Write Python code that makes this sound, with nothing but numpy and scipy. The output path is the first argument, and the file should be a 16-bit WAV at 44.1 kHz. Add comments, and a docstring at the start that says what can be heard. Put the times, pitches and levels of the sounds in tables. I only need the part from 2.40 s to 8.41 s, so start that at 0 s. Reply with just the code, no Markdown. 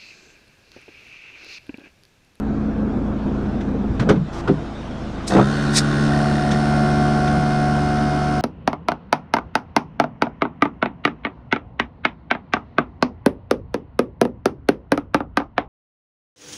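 """Van cab: diesel idle, door, air compressor

In the cab of a parked van a diesel idles: wavering firing orders under noise that throbs with the cycle.
The door is unlatched and swung open: knocks ring panel modes, the seal peels as noise, the boom falls away.
A valve spits noise, a small piston compressor lurches up to speed, and a second spit follows.
It drones on as tank pressure builds: stroke harmonics, whine, hiss and struck housing resonances.
"""
import sys
import numpy as np
from scipy import signal
from scipy.fft import rfft, irfft
from scipy.io import wavfile
from scipy.ndimage import uniform_filter1d, map_coordinates

SR = 44100
rng = np.random.default_rng(int(sys.argv[2]) if len(sys.argv) > 2 else 0)


def volts(x):
    """Linear amplitude factor 10**(x/20) for a level x in dB, scalar or array-like."""
    e = np.asarray(x, float) / 20
    return 10 ** e


def wrap_up_sound(samples):
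    """Save the sound to the file named by the first command line argument, as 16-bit audio."""
    columns = np.atleast_2d(samples).T
    # keep every value between -1 and 1, then stretch to whole-number steps
    tamed = np.clip(columns, -1, 1)
    steps = np.round(tamed * 32767).astype(np.int16)
    wavfile.write(sys.argv[1], SR, steps)


N = 265041
T = np.arange(N) / SR


def evened(x):
    """Scales to rms 1."""
    return x / np.sqrt(np.mean(x ** 2) + 1e-20)


def curves(rows):
    """Interpolates each column over the time in the first."""
    s, *columns = np.transpose(rows)
    return [np.interp(T, s, column) for column in columns]


def ramp(start_s, takes_s):
    """Goes from 0 to 1."""
    return np.clip((T - start_s) / takes_s, 0, 1)


def colour_of(points, hz):
    """Reads a spectrum in dB over log frequency, -120 dB outside its ends."""
    f, db = np.transpose(points)
    return np.interp(np.log(hz + 1), np.log(f + 1), db, left=-120, right=-120)


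def tilted(points, tilt_db, about_hz):
    """Leans a spectrum by tilt_db an octave."""
    return [(hz, db + tilt_db * np.log2(hz / about_hz)) for hz, db in points]


def coloured(points, patchy_db=0., size=N):
    """Noise with the given spectrum and drifting patches, rms 1."""
    hz = np.fft.rfftfreq(2048, 1 / SR)
    real, imag, patches = rng.standard_normal((size // 512 + 6, 1025, 3)).T
    patches = uniform_filter1d(patches, size=12, axis=0)
    patches = evened(uniform_filter1d(patches, size=5, axis=1))
    z = (real + 1j * imag) * volts(colour_of(points, hz)[:, None] + patchy_db * patches)
    noise = signal.istft(z, nperseg=2048, noverlap=1536)[1]
    return evened(noise[1024:1024 + size])


def waver(rate_hz):
    """Smooth random drift through rate_hz knots a second, rms near 1."""
    knots = rng.standard_normal(300)
    steps = np.arange(0, N + 64, 64) / SR * rate_hz
    return np.repeat(map_coordinates(knots, [steps + 3], order=3), 64)[:N]


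def strokes(turns, sharp, at=0.):
    """A smooth bump once per turn, mean power 1."""
    return evened(np.exp(sharp * np.cos(2 * np.pi * (turns - at))))


def burst(row, colour, flutter_db):
    """Noise with attack, hold and release, all linear in dB."""
    edge_db = 30  # depth of attack and release
    start_s, attack_s, hold_s, release_s, db, tilt_db = row
    shape = ramp(start_s, attack_s) - ramp(start_s + attack_s + hold_s, release_s)
    level_db = db - edge_db * (1 - shape) + flutter_db * waver(29.93)
    return (shape > 0) * volts(level_db) * coloured(tilted(colour, tilt_db, 1000))


# compressor speed: (time [s], stroke rate [Hz])
SPEED = [(2.89, 64), (3.01, 66.3), (3.05, 68.5), (3.1, 72.15), (3.5, 72.65), (4.4, 72.93), (5.0, 73.02),
         (6.02, 73.18)]
# compressor levels before flutter: (time [s], drone level [dB], hiss level [dB])
PUMP_LEVEL = [(2.895, -33, -35), (2.906, -23.5, -28.5), (2.93, -14.5, -29), (2.946, -17, -27),
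              (2.953, -10, -31), (2.97, -11, -30.5), (3.005, -11, -32), (3.045, -18, -33), (3.12, -21, -32),
              (3.5, -17.5, -32), (3.75, -16, -28.5), (4.1, -18, -29.5), (4.5, -16, -29), (6.02, -19.5, -32)]
# strong and weak strokes take turns: (start [s], fade in [s], end [s], fade out [s], depth [dB])
ALTERNATE = (3.656, 0.051, 4.14, .08, 6.4)
CATCH_S, CATCH_TAKES_S, SLIP = 2.995, 0.052, 0.23  # motor stops lurching; share of steady running before
LIGHT_LOAD, LOAD_STEP, LOAD_PER_S = 0.069, 0.73, 0.21  # load steps up, then creeps to 1
LOAD_S, LOAD_TAKES_S = 3.67, 0.025
SETTLES_S, SETTLING_TAKES_S = 4.6, 1.055


def compressor():
    """Speed and load of the piston pump drive its drone, whine, hiss, housing and shudder."""
    drone_db, hiss_db = curves(PUMP_LEVEL)
    turns = np.cumsum(curves(SPEED)[0]) / SR + 0.0014 * waver(20)
    caught = ramp(CATCH_S, CATCH_TAKES_S)
    running = np.clip(SLIP + (1 - SLIP) * caught, 0, 1)
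    load_rise = LOAD_STEP * ramp(LOAD_S, LOAD_TAKES_S) + LOAD_PER_S * np.maximum(T - LOAD_S, 0)
    loaded = np.clip(LIGHT_LOAD * caught + load_rise, 0, 1)
    settling = ramp(SETTLES_S, SETTLING_TAKES_S)
    start_s, fade_in_s, end_s, fade_out_s, turn_db = ALTERNATE
    alternating = ramp(start_s, fade_in_s) - ramp(end_s, fade_out_s)
    uneven_db = turn_db * alternating * (np.cos(np.pi * turns) - 0.7)
    out = drone(turns, drone_db, running, loaded, settling, uneven_db)
    out += whine(turns)
    out += air_hiss(turns, hiss_db, loaded)
    out += volts(hiss_db - hiss_db[-1]) * (housing(turns, loaded, uneven_db) + volts(-48) * rattle(turns))
    out += (1 - caught) * shudder(turns, drone_db)
    return out * ramp(PUMP_LEVEL[0][0], 0.0072)


# drone balance, scaled to total 0 dB in each state:
# (multiple of stroke rate, lurching [dB], light [dB], loaded [dB], settled [dB])
ORDERS = [(1, -18, -19, -10.5, -10.5), (2, -11.5, 0, 0, 0), (3, 2, -1.5, -1, -2), (4, -8.5, -7.5, -9, -7.5),
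          (5, -9, -13, -10, -10), (6, -21, -22.5, -24.5, -44), (7, -22, -24.5, -27, -27.5),
          (8, -3.5, -19, -16.5, -24.5), (9, -13, -20, -12, -12.5), (10, -13, -20.5, -3.5, -1.5),
          (11, 2, -30, -22.5, -24.5), (12, -12, -29, -33, -29), (13, -8, -47, -32, -29.5),
          (14, -10, -40, -29, -23), (15, -27, -18, -18.5, -17), (16, -23, -30, -26, -30),
          (17, -32, -44, -43, -24), (18, -29, -44, -32, -18.5), (19, -17.5, -18, -15, -15),
          (20, -29.5, -18, -19.5, -18.5), (21, -28, -23, -23, -20.5), (22, -40, -28, -20, -21.5),
          (23, -36, -24, -36, -43), (24, -31, -28, -24, -30)]
# phase slip of the high orders: (until settling [turns], settled [turns])
CHATTER_SPREAD = (.05, .11)


def drone(turns, drone_db, running, loaded, settling, uneven_db):
    """Stroke-rate harmonics; the high ones line up into a chatter pulse that blurs as the pump settles."""
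    state = running + loaded + settling  # 0 lurching, 1 light, 2 loaded, 3 settled
    orders_db = np.array(ORDERS)[:, 1:]
    total_db = 10 * np.log10((volts(orders_db) ** 2).sum(axis=0))
    spread = np.interp(settling, (0, 1), CHATTER_SPREAD)
    out = np.zeros(N)
    for k, db in enumerate(orders_db - total_db, 1):
        flutter_db = (0.5 + 0.018 * k + 0.64 * (k in (3, 4))) * waver(14)
        flutter_db += 3 * (1 - running) * waver(28.3)
        level_db = drone_db + np.interp(state, np.arange(len(db)), db) + flutter_db
        level_db += (15 <= k <= 22) * uneven_db
        # low orders spread over the whole turn
        phase = 0.06 * rng.random() + (k * k / 6 if k < 14 else spread * (k - 21) ** 2)
        out += np.sqrt(2) * volts(level_db) * np.cos(2 * np.pi * (k * turns + phase))
    return out


# valve reed and commutator lines, before flutter:
# (multiple of stroke rate, rounded when played, early [dB], midway [dB], late [dB])
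WHINE = [(29, -64, -49, -50), (34, -56, -53.5, -54), (39, -53, -56, -54.5), (51, -59, -59, -62),
         (55, -54, -53, -63), (61, -47, -47.5, -52), (68.6, -60, -61, -52.5), (72.2, -57, -50, -54.5),
         (74, -56, -52, -57), (81, -62, -64, -57.5), (118, -59, -59, -68)]
# times of those levels: (early [s], midway [s], late [s])
WHINE_S = (3.4, 4.3, 5.4)


def whine(turns):
    """Thin reed and commutator tones, each swelling or fading as the pressure builds."""
    out = np.zeros(N)
    for k, *db in WHINE:
        level_db = np.interp(T, WHINE_S, db) + 1.4 * waver(9)
        out += np.sqrt(2) * volts(level_db) * np.sin(2 * np.pi * (round(k) * turns + rng.random()))
    return ramp(3.08, 0.086) * out


# air spectrum under light load: (frequency [Hz], relative density [dB per Hz])
HISS_LIGHT = [(150, -45), (250, -17), (364, 1), (411, -2), (748, -13), (900, -19), (1070, -8), (1250, -6.5),
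              (1410, -5), (2130, -20.5), (4440, -17.5), (4760, -23), (5190, -21), (8970, -31.5),
              (15000, -60)]
# air spectrum under load, also colours the rattle: (frequency [Hz], relative density [dB per Hz])
HISS_LOADED = [(150, -25), (250, -6), (371, -11), (488, -13), (736, -8.5), (873, -16.5), (1430, -16),
               (2240, -28.5), (4080, -31), (4440, -24.5), (4760, -34.5), (5190, -28), (7560, -40.5),
               (8970, -37), (11500, -54.5), (15000, -68)]


def air_hiss(turns, hiss_db, loaded):
    """Air noise puffing once a stroke, its colour crossfading with load."""
    light = np.sqrt(1 - loaded) * coloured(HISS_LIGHT, patchy_db=2.5)
    full = np.sqrt(loaded) * coloured(HISS_LOADED, patchy_db=1.0)
    return volts(hiss_db) * (light + full) * strokes(turns, sharp=0.19)


def rattle(turns):
    """The same rough scrape returns every stroke, filling the treble with thin lines."""
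    one_turn = rng.standard_normal(600) * (1.3 + np.exp(-np.arange(600) / 120))
    scrape = np.interp(turns % 1 * 600, np.arange(600), one_turn)
    hz = np.fft.rfftfreq(N, 1 / SR)
    return evened(irfft(rfft(scrape) * volts(colour_of(HISS_LOADED, hz)) * (hz > 1900), N))


def ring(x, hz, width_hz):
    """Two-pole resonance applied twice for steep skirts, rms 1."""
    r = np.exp(-np.pi * width_hz / SR)
    poles = [1, -2 * r * np.cos(2 * np.pi * hz / SR), r * r]
    once = signal.lfilter([1, 0, -1], poles, x)
    return evened(signal.lfilter([1], poles, once))


# housing resonances, levels at the final hiss level:
# (frequency [Hz], width [Hz], light [dB], loaded [dB], share of the stroke alternation [ratio])
HOUSING = [(759, 30, -36.5, -43.5, 0.49), (1541, 180, -36, -39.5, 1), (1815, 150, -39.5, -50, -1.1),
           (3640, 240, -44.5, -56, -0.66), (4450, 62, -55, -73, 0.12), (5110, 440, -53, -52, 0.47),
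           (6290, 240, -52.5, -67, 0), (8840, 750, -58.5, -61, -0.33), (11500, 1900, -71, -75.5, 0)]


def housing(turns, loaded, uneven_db):
    """Valve slap strikes the housing: a click and rough burst each stroke, a weaker burst later in the turn."""
    click = evened(np.diff(np.floor(turns), prepend=0)) * volts(1.0 * waver(30))
    rough = strokes(turns, sharp=1.5) + 0.35 * strokes(turns, sharp=1.5, at=0.27)
    slap = 1.9 * click + rough * rng.standard_normal(N)
    out = np.zeros(N)
    for hz, width_hz, light_db, full_db, share in HOUSING:
        level_db = light_db + loaded * (full_db - light_db) + share * uneven_db
        out += volts(level_db) * ring(slap, hz, width_hz)
    return out


# mount shudder spectrum: (frequency [Hz], relative density [dB per Hz])
SHUDDER_COLOUR = [(88, -45), (150, -14), (197, -6.5), (302, -13.5), (387, -9.5), (718, -14.5), (791, -17),
                  (1330, -24.5), (4000, -46.5), (5200, -82), (8800, -120)]


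def shudder(turns, drone_db):
    """Rough noise of the mounts, 4 dB under the drone, pulsing each stroke."""
    level = volts(drone_db - 4 + 1.2 * waver(28.9))
    return level * coloured(SHUDDER_COLOUR) * strokes(turns, sharp=0.87)


# valve air: (start [s], attack [s], hold [s], release [s], level [dB], tilt about 1 kHz [dB per octave])
SPITS = [(2.864, 0.015, 0.0028, 0.039, -22.5, 0.71), (3.309, 0.061, 0.018, .036, -18.5, 0)]
# air jet spectrum: (frequency [Hz], relative density [dB per Hz])
JET = [(1060, -31), (1800, -8.5), (3290, -14.5), (3600, -3), (4260, -5), (5040, -1.5), (7120, -8.5),
       (8130, -7), (9370, -10), (10300, -21), (15000, -40)]


def valve():
    """Valve air as short fluttering noise bursts."""
    return sum(burst(row, JET, flutter_db=3.0) for row in SPITS)


# knocks on the cab panels from latch, trim and jolts of the lurching pump: (time [s], thud level [dB],
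# panel pitch [ratio], hardness about 200 Hz [dB per octave], crack level [dB], crack tilt about 1 kHz
# [dB per octave])
KNOCKS = [(1.343, -17, 1.07, -3, -59, 0), (1.5, -16, 0.58, -6, -53, 2), (1.595, -15.5, 1.04, -13, -19.5, 2),
          (1.621, -14, 1.05, -3.5, -26, -1.5), (1.689, -10.5, 1, 2.5, -14, 2.5),
          (1.701, -13.5, 1, 6.5, -18, -3), (1.734, -19, 1.1, 1, -29, -11),
          (1.755, -15.5, 1.1, -6.5, -27.5, -2.5), (2.075, -16.5, 1, 1.5, -18, 0),
          (2.092, -11, 0.95, 4.5, -33, -4), (2.95, -13, 1, 4.5, -17.5, -4), (2.966, -19, 1.01, 6, -19, -2),
          (2.985, -23, 1.01, 10.5, -11, -9)]
# panel modes before each knock's scaling: (frequency [Hz], level [dB], t60 [s])
PANEL = [(126.8, -1, 0.28), (161.4, -1, 0.43), (205.3, 1, 0.2), (277, 0, 0.19), (340, 1, 0.12),
         (417.4, 0.5, 0.14), (528, -9, 0.14), (765, -12, 0.058), (1324, -19.5, 0.027)]
# crack spectrum before tilt: (frequency [Hz], relative density [dB per Hz])
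CRACK = [(290, -33), (500, -6), (838, -9.5), (1290, -4), (1860, -13), (2900, -18.5), (3940, -22.5),
         (8960, -43), (14000, -73)]
RING_SHARE, RING_PER_DB = 0.72, 0.0264  # panel t60 factor; harder knocks ring longer
CRACK_T60_S, LONGER_PER_DB = 0.1, 0.0121  # at -21 dB; louder cracks last longer


def door():
    """Each knock rings the panel modes after a soft push and sprays a short noise crack."""
    out, t = np.zeros(N + SR), T[:SR // 2]
    for s, thud_db, pitch, hard_db, crack_db, tilt_db in KNOCKS:
        lasts = RING_SHARE * np.exp(RING_PER_DB * hard_db)
        crack_t60_s = CRACK_T60_S * np.exp(LONGER_PER_DB * (crack_db + 21))
        thud = np.zeros(len(t))
        for hz, db, t60_s in PANEL:
            level_spread, pitch_spread = rng.standard_normal(2)
            mode_db = db + hard_db * np.log2(hz / 200) + 1.56 * level_spread - 60 * t / (t60_s * lasts)
            tone = np.sin(2 * np.pi * hz * pitch * (1 + 0.028 * pitch_spread) * t)
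            thud += volts(mode_db) * tone * (1 - np.exp(-t * hz / 0.99))
        crack = coloured(tilted(CRACK, tilt_db, 1000), patchy_db=2.5, size=len(t))
        crack *= volts(-60 * t / crack_t60_s) * (1 - np.exp(-t / 0.0028))
        out[round(s * SR):][:len(t)] += volts(thud_db) * thud + volts(crack_db) * crack
    return out[:N]


# seal peel: (start [s], attack [s], hold [s], release [s], level [dB], tilt about 1 kHz [dB per octave])
SEAL = (1.921, .011, .077, .013, -39, 0)
# seal spectrum: (frequency [Hz], relative density [dB per Hz])
SEAL_COLOUR = [(470, -44), (800, -16), (1200, 0.5), (1370, -8), (1730, -15), (5610, -17), (13000, -44.5)]


def seal():
    """The rubber door seal peels as one noise burst."""
    return burst(SEAL, SEAL_COLOUR, flutter_db=-0.5)


# small hard plastic ticks near the dashboard:
# (time [s], level [dB], t60 [s], tilt about 1 kHz [dB per octave])
TICKS = [(1.206, -32, 0.071, -2), (4.11, -21.5, 0.1, 1.8), (4.877, -22.5, 0.047, 0)]
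# tick spectrum before tilt: (frequency [Hz], relative density [dB per Hz])
TICK_COLOUR = [(940, -27), (1600, 1.5), (2700, -7.5), (3560, -5), (4440, -13.5), (5760, -11.5),
               (12000, -40), (15600, -67), (22000, -120)]


def ticks():
    """Bright decaying snaps of noise."""
    out, t = np.zeros(N + SR), T[:SR // 4]
    for s, db, t60_s, tilt_db in TICKS:
        snap = coloured(tilted(TICK_COLOUR, tilt_db, 1000), size=len(t))
        out[round(s * SR):][:len(t)] += snap * volts(db - 60 * t / t60_s) * (1 - np.exp(-t / 0.0031))
    return out[:N]


# dull bumps through door and seat: (time [s], frequency [Hz], level [dB], t60 [s])
BUMPS = [(1.709, 176, 2, 0.046), (1.8, 151.5, -13, 0.24), (4.11, 190, -15, 0.27), (4.87, 193, -20, 0.23),
         (4.96, 178, -12.5, 0.24)]


def bumps():
    """Decaying low sines that swell in softly."""
    out, t = np.zeros(N + SR), T[:SR // 2]
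    for s, hz, db, t60_s in BUMPS:
        push = volts(db - 60 * t / t60_s) * (1 - np.exp(-t / (0.034 * t60_s)))
        out[round(s * SR):][:len(t)] += push * np.sin(2 * np.pi * hz * t)
    return out[:N]


# idle speed in four-stroke cycles, four firings each, sagging under electrical load:
# (time [s], cycle rate [Hz])
CYCLE = [(0, 6.94), (1.7, 6.53), (2.0, 6.95), (2.9, 6.65), (3.1, 6.7), (6.02, 6.06)]
# idle lines before level curve and flutter: (multiple of cycle rate, door shut [dB], door open [dB])
IDLE = [(4, -46, -42.5), (8, -31, -34.5), (12, -36, -39.5), (16, -40.5, -40), (20, -35.5, -39.5),
        (31, -27, -36), (36, -37.5, -43.5), (40, -32, -43), (49, -40, -38.5)]
# low cab noise spectrum: (frequency [Hz], relative density [dB per Hz])
BOOM = [(12, -43), (20, -10), (59, -9), (103, -13), (138, -4.5), (161, -7), (207, -0.5), (274, -5),
        (353, -9), (700, -21.5), (910, -54.5), (1540, -120)]
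# mid engine noise spectrum: (frequency [Hz], relative density [dB per Hz])
CLATTER = [(240, -39), (400, -1), (620, -2), (665, 2), (925, -4.5), (1180, -6), (1600, -9), (1900, -21),
           (2600, -22.5), (3380, -52), (5720, -120)]
# high engine noise spectrum: (frequency [Hz], relative density [dB per Hz])
TREBLE = [(1060, -43), (1800, -0.5), (2090, -3), (2780, -4), (3500, -3.5), (4730, -11), (5410, -10.5),
          (9890, -27), (15000, -76.5)]
# cab noise before level curve, door shut: (boom [dB], clatter [dB], treble [dB])
SHUT_DB = (-25.5, -36, -54.5)
# cab noise before level curve, door open: (boom [dB], clatter [dB], treble [dB])
OPEN_DB = (-30.5, -34.5, -47.5)
# preset level curve over the engine: boom jumps, then dips briefly just after the loud door knocks;
# treble dips there too and recovers slowly: (time [s], boom [dB], treble [dB])
ENGINE_LEVEL = [(0, -1.5, -0.5), (.5, 0.7, 1), (.78, 0, 1.5), (.9, 1, 3.5), (1.15, -0.5, 3.5),
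                (1.45, -1, 1.5), (1.62, -2, 5), (1.7, 7.5, -1), (1.83, -8.5, -3), (2.0, 0, -1),
                (2.36, -4, 0), (2.64, -1.5, 1), (2.9, -1, 2)]
DOOR_OPENS_S, DOOR_SWING_S = 1.585, 0.35
CLATTER_SHARE = 0.75  # of the boom level curve


def engine():
    """Firing orders as wavering tones, under throbbing boom and clatter and flickering treble."""
    turns = np.cumsum(curves(CYCLE)[0]) / SR + 0.0065 * waver(1.5)
    opened = ramp(DOOR_OPENS_S, DOOR_SWING_S)
    boom_curve_db, treble_curve_db = curves(ENGINE_LEVEL)
    curves_db = (boom_curve_db, CLATTER_SHARE * boom_curve_db, treble_curve_db)
    boom_db, clatter_db, treble_db = (shut + opened * (wide - shut) + curve
                                      for shut, wide, curve in zip(SHUT_DB, OPEN_DB, curves_db))
    out = np.zeros(N)
    for k, shut_db, open_db in IDLE:
        level_db = shut_db + opened * (open_db - shut_db + 0.85 * boom_curve_db)
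        level_db += (0.33 + 0.047 * k) * waver(9)  # high orders flutter more
        out += np.sqrt(2) * volts(level_db) * np.sin(2 * np.pi * (round(k) * turns + rng.random()))
    throb = strokes(turns, sharp=0.073) * strokes(4 * turns, sharp=0.17)
    out += volts(boom_db) * coloured(BOOM, patchy_db=1) * throb
    out += volts(clatter_db) * coloured(CLATTER, patchy_db=1.5) * strokes(4 * turns, sharp=0.087)
    out += volts(treble_db) * coloured(TREBLE, patchy_db=2.5) * volts(0.31 * waver(25))
    return out


def scene():
    """Everything reaches one microphone."""
    return (compressor() + valve() + door() + seal() + ticks() + bumps() + engine())[None]


def roll_off(x):
    """The treble ends steeply here."""
    return signal.sosfilt(signal.butter(12, 15600, fs=SR, output="sos"), x)


def record(dry):
    """Loud peaks round off softly."""
    mix = 1.081 * np.tanh(dry / 1.126)
    return roll_off(mix)


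dry = scene()
out = record(dry)
wrap_up_sound(out)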